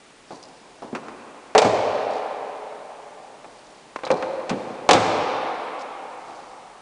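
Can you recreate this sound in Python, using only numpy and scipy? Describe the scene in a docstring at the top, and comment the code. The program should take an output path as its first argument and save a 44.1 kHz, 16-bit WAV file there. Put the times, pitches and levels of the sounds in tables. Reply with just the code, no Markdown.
"""Two car doors in a workshop

Two car doors are slammed in turn in a large, hard-walled workshop; the second is first unlatched.
Each impact excites the damped modes of the sheet-steel skin, the latch and the hollow shell.
A slam runs strike, catch, rebound, seat, and drives the enclosed cabin air into resonance.
Soft steps, keys and rustling clothes are heard too, and the hall reverberates over a faint hiss."""
import sys
import numpy as np
from scipy import signal
from scipy.fft import rfft, irfft
from scipy.io import wavfile
from scipy.ndimage import uniform_filter1d

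SR = 44100
rng = np.random.default_rng(int(sys.argv[2]) if len(sys.argv) > 2 else 0)


def log_audio(samples):
    """Write samples as a 16-bit WAV file to the path given in sys.argv[1]."""
    # one column per channel
    frames = np.atleast_2d(samples).T
    # limit to full scale, then quantise
    limited = np.clip(frames, -1, 1)
    pcm = np.round(limited * 32767).astype(np.int16)
    wavfile.write(sys.argv[1], SR, pcm)


N = 300673
TIME = np.arange(N) / SR

# Reverberation of the hall. Each row: frequency in Hz, relative level in dB.
HALL_GAIN = [(60, -3.5), (125, -9), (250, -9.5), (500, -4.5), (1000, -4.5), (2000, -7), (4000, -10),
             (8000, -14)]
# Its decay. Each row: frequency in Hz, time to fall by 60 dB (t60) in seconds.
HALL_T60 = [(60, 1.5), (125, 1.25), (250, 2.65), (500, 3.12), (850, 4.41), (2000, 3.75), (4000, 2.32),
            (8000, 0.89)]

# Noise spectra. Each row: frequency in Hz, relative spectral density in dB.
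HISS_SPECTRUM = [(18, -32), (30, -5), (70, -22.5), (139, -8), (237, -5.5), (325, -3.5), (414, -5),
                 (1870, -12), (2330, -12.5), (4710, -18), (10000, -23), (13000, -112), (22000, -120)]
HEEL_SPECTRUM = [(60, -20), (200, -8.5), (330, 0.5), (850, 1.5), (1300, -10), (2000, -22), (5000, -27.5),
                 (10000, -42)]
FRICTION_SPECTRUM = [(200, -24.5), (2500, -15.5), (4600, 1), (6500, -6), (10000, -19)]
CLACK_SPECTRUM = [(100, -33), (300, 2), (700, 2), (1100, 2), (1600, -4), (2500, -10), (3500, -20.5),
                  (6000, -23.5), (10000, -39)]
# Crowded, quickly damped modes of the door parts. Each row: frequency in Hz, relative density in dB.
SEAL_SPECTRUM = [(50, -37), (150, -13), (300, -5.5), (430, -0.5), (550, 6), (670, -7), (820, 0),
                 (1200, -18.5), (2500, -32.5), (5000, -64), (10000, -60)]
SHELL_SPECTRUM = [(30, -28.5), (70, -34), (110, -3.5), (190, 3), (280, 7.5), (400, 1.5), (600, -7),
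                  (1500, -35), (10000, -73.5)]
LATCH_SPECTRUM = [(100, -12), (700, -1), (1500, 1.5), (2400, 3.5), (3300, 3.5), (4700, 2), (6500, -1.5),
                  (8500, -8), (10000, -19.5)]
FIRST_SKIN_SPECTRUM = [(50, -42.5), (200, -11.5), (350, -11.5), (440, 4), (800, 0), (1000, -6),
                       (1500, -14.5), (2600, -22), (5000, -42), (10000, -76.5)]
SECOND_SKIN_SPECTRUM = [(50, -37), (200, -16), (370, -10.5), (510, 4.5), (640, -2), (810, 5), (970, -3),
                        (1200, -3), (1700, -13), (2200, -11), (4000, -21), (10000, -62)]

# Modes of a small steel part. Each row: multiple of its pitch, level in dB, t60 in seconds.
TICK_MODES = [(.8, -8.5, .015), (1, 11, 0.016), (1.13, -2, .015), (1.42, -10, 0.013)]
# Distinct modes of a clack and of the door parts. Each row: frequency in Hz, level in dB, t60 in seconds.
CLACK_MODES = [(1082, 7.5, 0.067), (1516, -10, 0.038), (2425, 0.5, 0.037), (2710, -3.5, 0.042)]
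SHELL_MODES = [(177, -7.5, 0.061), (229, 1, .13), (274.5, -3.5, 0.11), (363, -2.5, 0.089)]
FIRST_LATCH_MODES = [(2422, 5, 0.33), (3040, -4, 0.1), (4040, -10, 0.15), (4560, 8, .1), (4920, 0, 0.13),
                     (5130, -12.5, 0.07), (6600, 0, 0.043), (6600, -11.5, 0.064)]
SECOND_LATCH_MODES = [(2610, 4.5, 0.068), (3400, 2, .12), (3580, 5, 0.19), (3900, 1, 0.18), (3800, -4, 0.4),
                      (5250, 0, 0.064), (5400, -3, .1), (7300, -23, .1)]
FIRST_SKIN_MODES = [(233, -33, .3), (431, -2, 0.18), (468, -16.5, .16), (541, -15, 0.12),
                    (608.4, -6.5, 0.32), (745, -0.5, 0.14), (810, -8, .14), (1000, -21, 0.16),
                    (1730, -21.5, 0.2), (2225, -15, 0.2)]
SECOND_SKIN_MODES = [(175.3, -12, 0.57), (333.2, -3, 0.29), (429.6, -2.5, 0.17), (521, 1, 0.25),
                     (742, -0.5, 0.32), (826, -17, 0.36), (1023, -4, 0.12), (1139, -7.5, 0.34),
                     (1230, -9.5, 0.23), (1583, -10.5, .2), (1598, -15.5, .18), (1870, -19, 0.13),
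                     (2330, -8, 0.17)]

# Footfalls on concrete. Each row: start in seconds, level in dB.
STEPS = [(0.306, -34), (0.821, -32.5), (3.4427, -43.5), (6.28, -42.5)]
# Rubbing clothes and soles. Each row: centre in seconds, half width in seconds, level in dB.
RUSTLES = [(0.34, 0.038, -52.5), (2.15, 0.03, -50), (3.63, 0.13, -60.5), (5.81, 0.015, -48),
           (6.35, 0.14, -58)]
# Keys, then the handle's rod and spring. Each row: start in seconds, level in dB, pitch in Hz.
JINGLES = [(0.4282, -42, 4980), (4.051, -35.5, 4050), (4.116, -36.5, 4170)]
# Short dry clacks of handle, door stays, latch release and one heel tap.
# Each row: start in seconds, level in dB, t60 in seconds.
CLACKS = [(0.950, -28.5, 0.11), (1.083, -38, 0.042), (3.4435, -45, .04), (3.9597, -30, 0.032),
          (3.989, -41.5, 0.021), (4.1034, -25, .04), (4.225, -30, 0.036), (4.502, -30.5, 0.056)]
# Pawl, claw and rubber seal as the second door opens. 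Each row: start in seconds, level in dB.
PAWL_TAPS = [(4.035, -31), (4.067, -29.5), (4.225, -32.5)]
CLAW_SNAPS = [(4.1144, -28)]
SEAL_POPS = [(4.103, -15.5)]
# Each door swings through its stay. Each row: knock time in seconds, its level in dB,
# roller click time in seconds, its level in dB.
STAYS = [(0.928, -26.5, 0.950, -42), (4.507, -19, 4.494, -33)]
# One slam per door. Each row: times of strike, catch and seating in seconds,
# then levels of skin, latch, shell jolt and seating thump in dB.
SLAMS = [(1.550, 1.579, 1.646, -7, -15.5, -37, -17.5), (4.8903, 4.910, 4.947, -9.5, -16, -20, -18)]
# Strike, catch and rebound. Each row: skin offset in dB, latch offset in dB, latch gain in dB per
# doubling of speed, shell offset in dB, t60 of the skin's rattle as a multiple of the closing time.
SLAM_STAGES = [(0, -11, 12, -16.5, 1.3), (-3, 0, -0.5, 0.5, 1.25), (-6, -8, 9, -8, 1.8)]

# Light contacts. 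Each row: offsets of skin, latch and shell in dB, t60 of the skin's rattle in seconds.
PAWL = (0, -22.5, -9.5, .074)
CLAW = (-1.5, -7.5, -1, .024)
ROLLER = (.5, 0, -10, .12)
HINGE = (-10, -41.5, 0, .13)


def from_db(db):
    """Amplitude grows tenfold for every 20 dB."""
    return 10 ** (np.asarray(db) / 20)


def at_hz(points, hz):
    """Interpolation along a logarithmic frequency axis."""
    f, value = np.transpose(points)
    return np.interp(np.log(np.maximum(hz, 1)), np.log(f), value)


def decay(t60, size=N):
    """Damping: an exponential fall of 60 dB in t60 seconds."""
    return np.exp(-np.minimum(np.log(1000) * TIME[:size] / t60, 40))


def unit_energy(x):
    """Normalisation to an energy of one."""
    return x / np.sqrt(np.sum(x ** 2))


def convolve(x, response):
    """A linear system convolves its input with its impulse response."""
    return signal.oaconvolve(x, response)[:N]


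def add(track, s, sound):
    """Superposition: a sound joins the track at s seconds."""
    start = round(s * SR)
    track[start:start + len(sound)] += sound[:N - start]


def colour(x, spectrum, size=4096):
    """Minimum-phase filtering shapes the spectrum and keeps the energy of white noise."""
    cepstrum = irfft(np.log(from_db(at_hz(spectrum, np.fft.rfftfreq(size, 1 / SR)))))
    cepstrum[1:size // 2] *= 2   # causality: nothing sounds before the blow
    cepstrum[size // 2 + 1:] = 0
    response = irfft(np.exp(rfft(cepstrum)))
    return convolve(x, unit_energy(response))


def rattle(t60, size=8192):
    """Many tiny impacts merge into decaying noise with a flat spectrum."""
    spectrum = rfft(rng.standard_normal(size) * decay(t60, size), 2 * size)
    power = uniform_filter1d(np.abs(spectrum) ** 2, size=64)
    return unit_energy(irfft(spectrum / np.sqrt(power))[:size])


def blows(times, levels_db, t60s, spectrum):
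    """Source and filter: rattling forces drive one part; a level is the energy spread over 20 ms."""
    force = np.zeros(N)
    for s, db, t60 in np.broadcast(times, levels_db, t60s):
        add(force, s, from_db(db) * rattle(t60))
    return colour(force * np.sqrt(.02 * SR), spectrum)


def ringing(times, levels_db, modes, size=16000):
    """Free vibration: each blow excites damped modes at random strengths; flexing detunes them."""
    out = np.zeros(N)
    hz, mode_db, t60 = np.transpose(modes)[:, :, None]
    envelope = decay(t60, size) * (1 - decay(.0047, size))   # the contact takes a moment to build
    for s, db in zip(times, levels_db):
        strength_db, phase, flex = rng.standard_normal((3, len(modes), 1))
        angle = 2 * np.pi * hz * (1 + .012 * flex) * TIME[:size] + np.pi * phase
        partials = from_db(db + mode_db + strength_db) * envelope * np.sin(angle)
        add(out, s, partials.sum(axis=0))
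    return out


def hiss(level_db=-50.5):
    """Stationary coloured noise forms the faint background."""
    return from_db(level_db) * colour(rng.standard_normal(N), HISS_SPECTRUM)


def hall(build_s=.053, early_db=-21, early_t60=.5, echoes_per_s=500, size=2 ** 17):
    """Reverberation: early reflections off floor and cars, and a diffuse field decaying band by band."""
    t, hz = TIME[:size], np.fft.rfftfreq(size, 1 / SR)
    white, tail = rfft(rng.standard_normal(size)), 0
    for centre in np.geomspace(40, 10240, 17):   # half-octave bands
        octaves_off = np.abs(np.log2((hz + 1) / centre))
        band = np.cos(np.pi / 2 * np.minimum(2 * octaves_off, 1)) ** 2
        envelope = unit_energy(decay(at_hz(HALL_T60, centre), size) * (1 - np.exp(-t / build_s)))
        tail += from_db(at_hz(HALL_GAIN, centre)) * envelope * irfft(white * band, size)
    echoes = rng.standard_normal(size) * (rng.random(size) < echoes_per_s / SR)
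    echoes *= (t > .006) * decay(early_t60, size)
    return tail + from_db(early_db) * unit_energy(echoes)


def footsteps(sole_lag_s=.018, sole_db=-7):
    """Two impacts make a step: the heel taps, then the sole thumps more softly."""
    s, db = np.transpose(STEPS)
    return blows(s, db, .23, HEEL_SPECTRUM) + blows(s + sole_lag_s, db + sole_db, .14, SHELL_SPECTRUM)


def rustle():
    """Friction: cloth catches and slips, giving swells of fine noise grains."""
    swells = sum(from_db(db) * np.exp(-((TIME - mid) / half) ** 2 / 2) for mid, half, db in RUSTLES)
    catching = from_db(4 * np.repeat(rng.standard_normal(N // 128 + 1), 128)[:N])
    grains = rng.standard_normal(N) * catching
    return swells * colour(grains / np.std(grains), FRICTION_SPECTRUM)


def clacks(ring_db=-6):
    """Heavily damped impacts: short dry clacks of handle, door stays, latch release and one heel tap."""
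    s, db, t60 = np.transpose(CLACKS)
    return blows(s, db, t60, CLACK_SPECTRUM) + ringing(s, db + ring_db, CLACK_MODES)


def jingles(count=5, gap_s=.008, gap_growth=2.1, loss_db=4, scratch_db=-8.5):
    """Small steel parts collide ever more sparsely and softly; each tick scratches and rings."""
    out, k = np.zeros(N), np.arange(count)
    gaps = gap_s * gap_growth ** k
    delays = np.cumsum(gaps) - gaps
    runs = []
    for s, db, hz in JINGLES:
        times = s + delays * rng.uniform(.9, 1.1, count)
        runs.append(np.c_[times, db - loss_db * k, hz * rng.normal(1, .04, count)])
    ticks = np.vstack(runs)
    for s, db, hz in ticks:
        modes = [(multiple * hz, level, t60) for multiple, level, t60 in TICK_MODES]
        out += ringing([s], [db], modes, size=4096)
    s, db, _ = ticks.T
    return out + blows(s, db + scratch_db, .015, FRICTION_SPECTRUM)


def seal(ring_db=-11.5):
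    """Elastic release: the second door springs off its seal with a dull knock that rings the skin."""
    s, db = np.transpose(SEAL_POPS)
    return blows(s, db, .28, SEAL_SPECTRUM) + ringing(s, db + ring_db, SECOND_SKIN_MODES)


def cabin(hz=110, t60=.21, swell_s=.002, catch_db=-10, seat_db=-5):
    """Cavity resonance: the trapped air booms as the latch catches and again as the door seats."""
    out, t = np.zeros(N), TIME[:SR]
    boom = (1 - np.exp(-t / swell_s)) * decay(t60, SR) * np.sin(2 * np.pi * hz * t)
    for _, catch, seat, _, _, jolt_db, thump_db in SLAMS:
        add(out, catch, from_db(jolt_db + catch_db) * boom)
        add(out, seat, from_db(thump_db + seat_db) * boom)
    return out


def contact(s, db, kind):
    """Mechanical coupling: one light contact drives skin, latch and shell, each at its own level."""
    skin_db, latch_db, shell_db, t60 = kind
    return s, db + skin_db, db + latch_db, db + shell_db, t60


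def unlatch():
    """Impacts of release: the pawl taps as the handle moves it; the claw snaps as the door jumps."""
    taps = [contact(s, db, PAWL) for s, db in PAWL_TAPS]
    return taps + [contact(s, db, CLAW) for s, db in CLAW_SNAPS]


def swing(knock_s, knock_db, click_s, click_db, rock_s=.022, loss_db=8.5):
    """The stay's roller clicks over its notch; the door knocks on its hinges and rebounds with loss."""
    return [contact(click_s, click_db, ROLLER),
            contact(knock_s, knock_db, HINGE),
            contact(knock_s + rock_s, knock_db - loss_db, HINGE)]


def slam(strike, catch, seat, skin_db, latch_db, jolt_db, thump_db, usual_closing_s=.077):
    """Inelastic collision in four contacts: a faster door shakes its latch harder and rattles less long."""
    closing_s = seat - strike
    doublings = np.log2(usual_closing_s / closing_s)
    rebound = catch + .58 * (seat - catch)
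    stages = [(s, skin_db + skin, latch_db + latch + shake * doublings, jolt_db + shell, span * closing_s)
              for s, (skin, latch, shake, shell, span) in zip((strike, catch, rebound), SLAM_STAGES)]
    seating = (seat, skin_db - 5.5, latch_db - 14.5, thump_db, 4 * closing_s)
    return stages + [seating]


def door(contacts, skin_spectrum, skin_modes, latch_modes, skin_ring_db, latch_ring_db, shell_ring_db):
    """Modal response of skin, latch and shell: crowded modes sound as noise, distinct ones as tones."""
    s, skin_db, latch_db, shell_db, t60 = np.transpose(contacts)
    skin = blows(s, skin_db, t60, skin_spectrum)
    skin += ringing(s, skin_db + skin_ring_db, skin_modes)
    latch = blows(s, latch_db, .47 * t60, LATCH_SPECTRUM)
    latch += ringing(s, latch_db + latch_ring_db, latch_modes)
    shell = blows(s, shell_db - 3, .066 + 1.03 * t60, SHELL_SPECTRUM)
    shell += ringing(s, shell_db + shell_ring_db, SHELL_MODES)
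    return skin + latch + shell


def radiated():
    """Radiation in one direction: first door with both cabin booms, second door, small noises."""
    first_contacts, second_contacts = [swing(*stay) + slam(*shut) for stay, shut in zip(STAYS, SLAMS)]
    first = door(first_contacts, FIRST_SKIN_SPECTRUM, FIRST_SKIN_MODES, FIRST_LATCH_MODES,
                 skin_ring_db=-5, latch_ring_db=-17, shell_ring_db=-3)
    second = door(unlatch() + second_contacts, SECOND_SKIN_SPECTRUM, SECOND_SKIN_MODES,
                  SECOND_LATCH_MODES, skin_ring_db=-10, latch_ring_db=-19, shell_ring_db=-6.5)
    return first + cabin(), second + seal(), footsteps() + rustle() + clacks() + jingles()


def scene(directions=3):
    """Directivity: panels radiate differently each way, and each way has its own paths in the hall."""
    reverberant = 0
    for _ in range(directions):
        first, second, small = radiated()
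        into_hall = from_db(-.2) * first + from_db(2.03) * second + from_db(2.5) * small
        reverberant += convolve(into_hall, hall()) / np.sqrt(directions)
    direct = from_db(-1.65) * first + second + small   # the last direction faces the listener
    return (from_db(.5) * (direct + reverberant) + hiss())[None]


def record(dry, cutoff_hz=10200):
    """Soft saturation rounds the loudest peaks, and a steep low-pass filter cuts the top."""
    low_pass = signal.ellip(10, .2, 75, cutoff_hz, fs=SR, output="sos")
    return signal.sosfilt(low_pass, np.tanh(dry))


dry = scene()
out = record(dry)
log_audio(out)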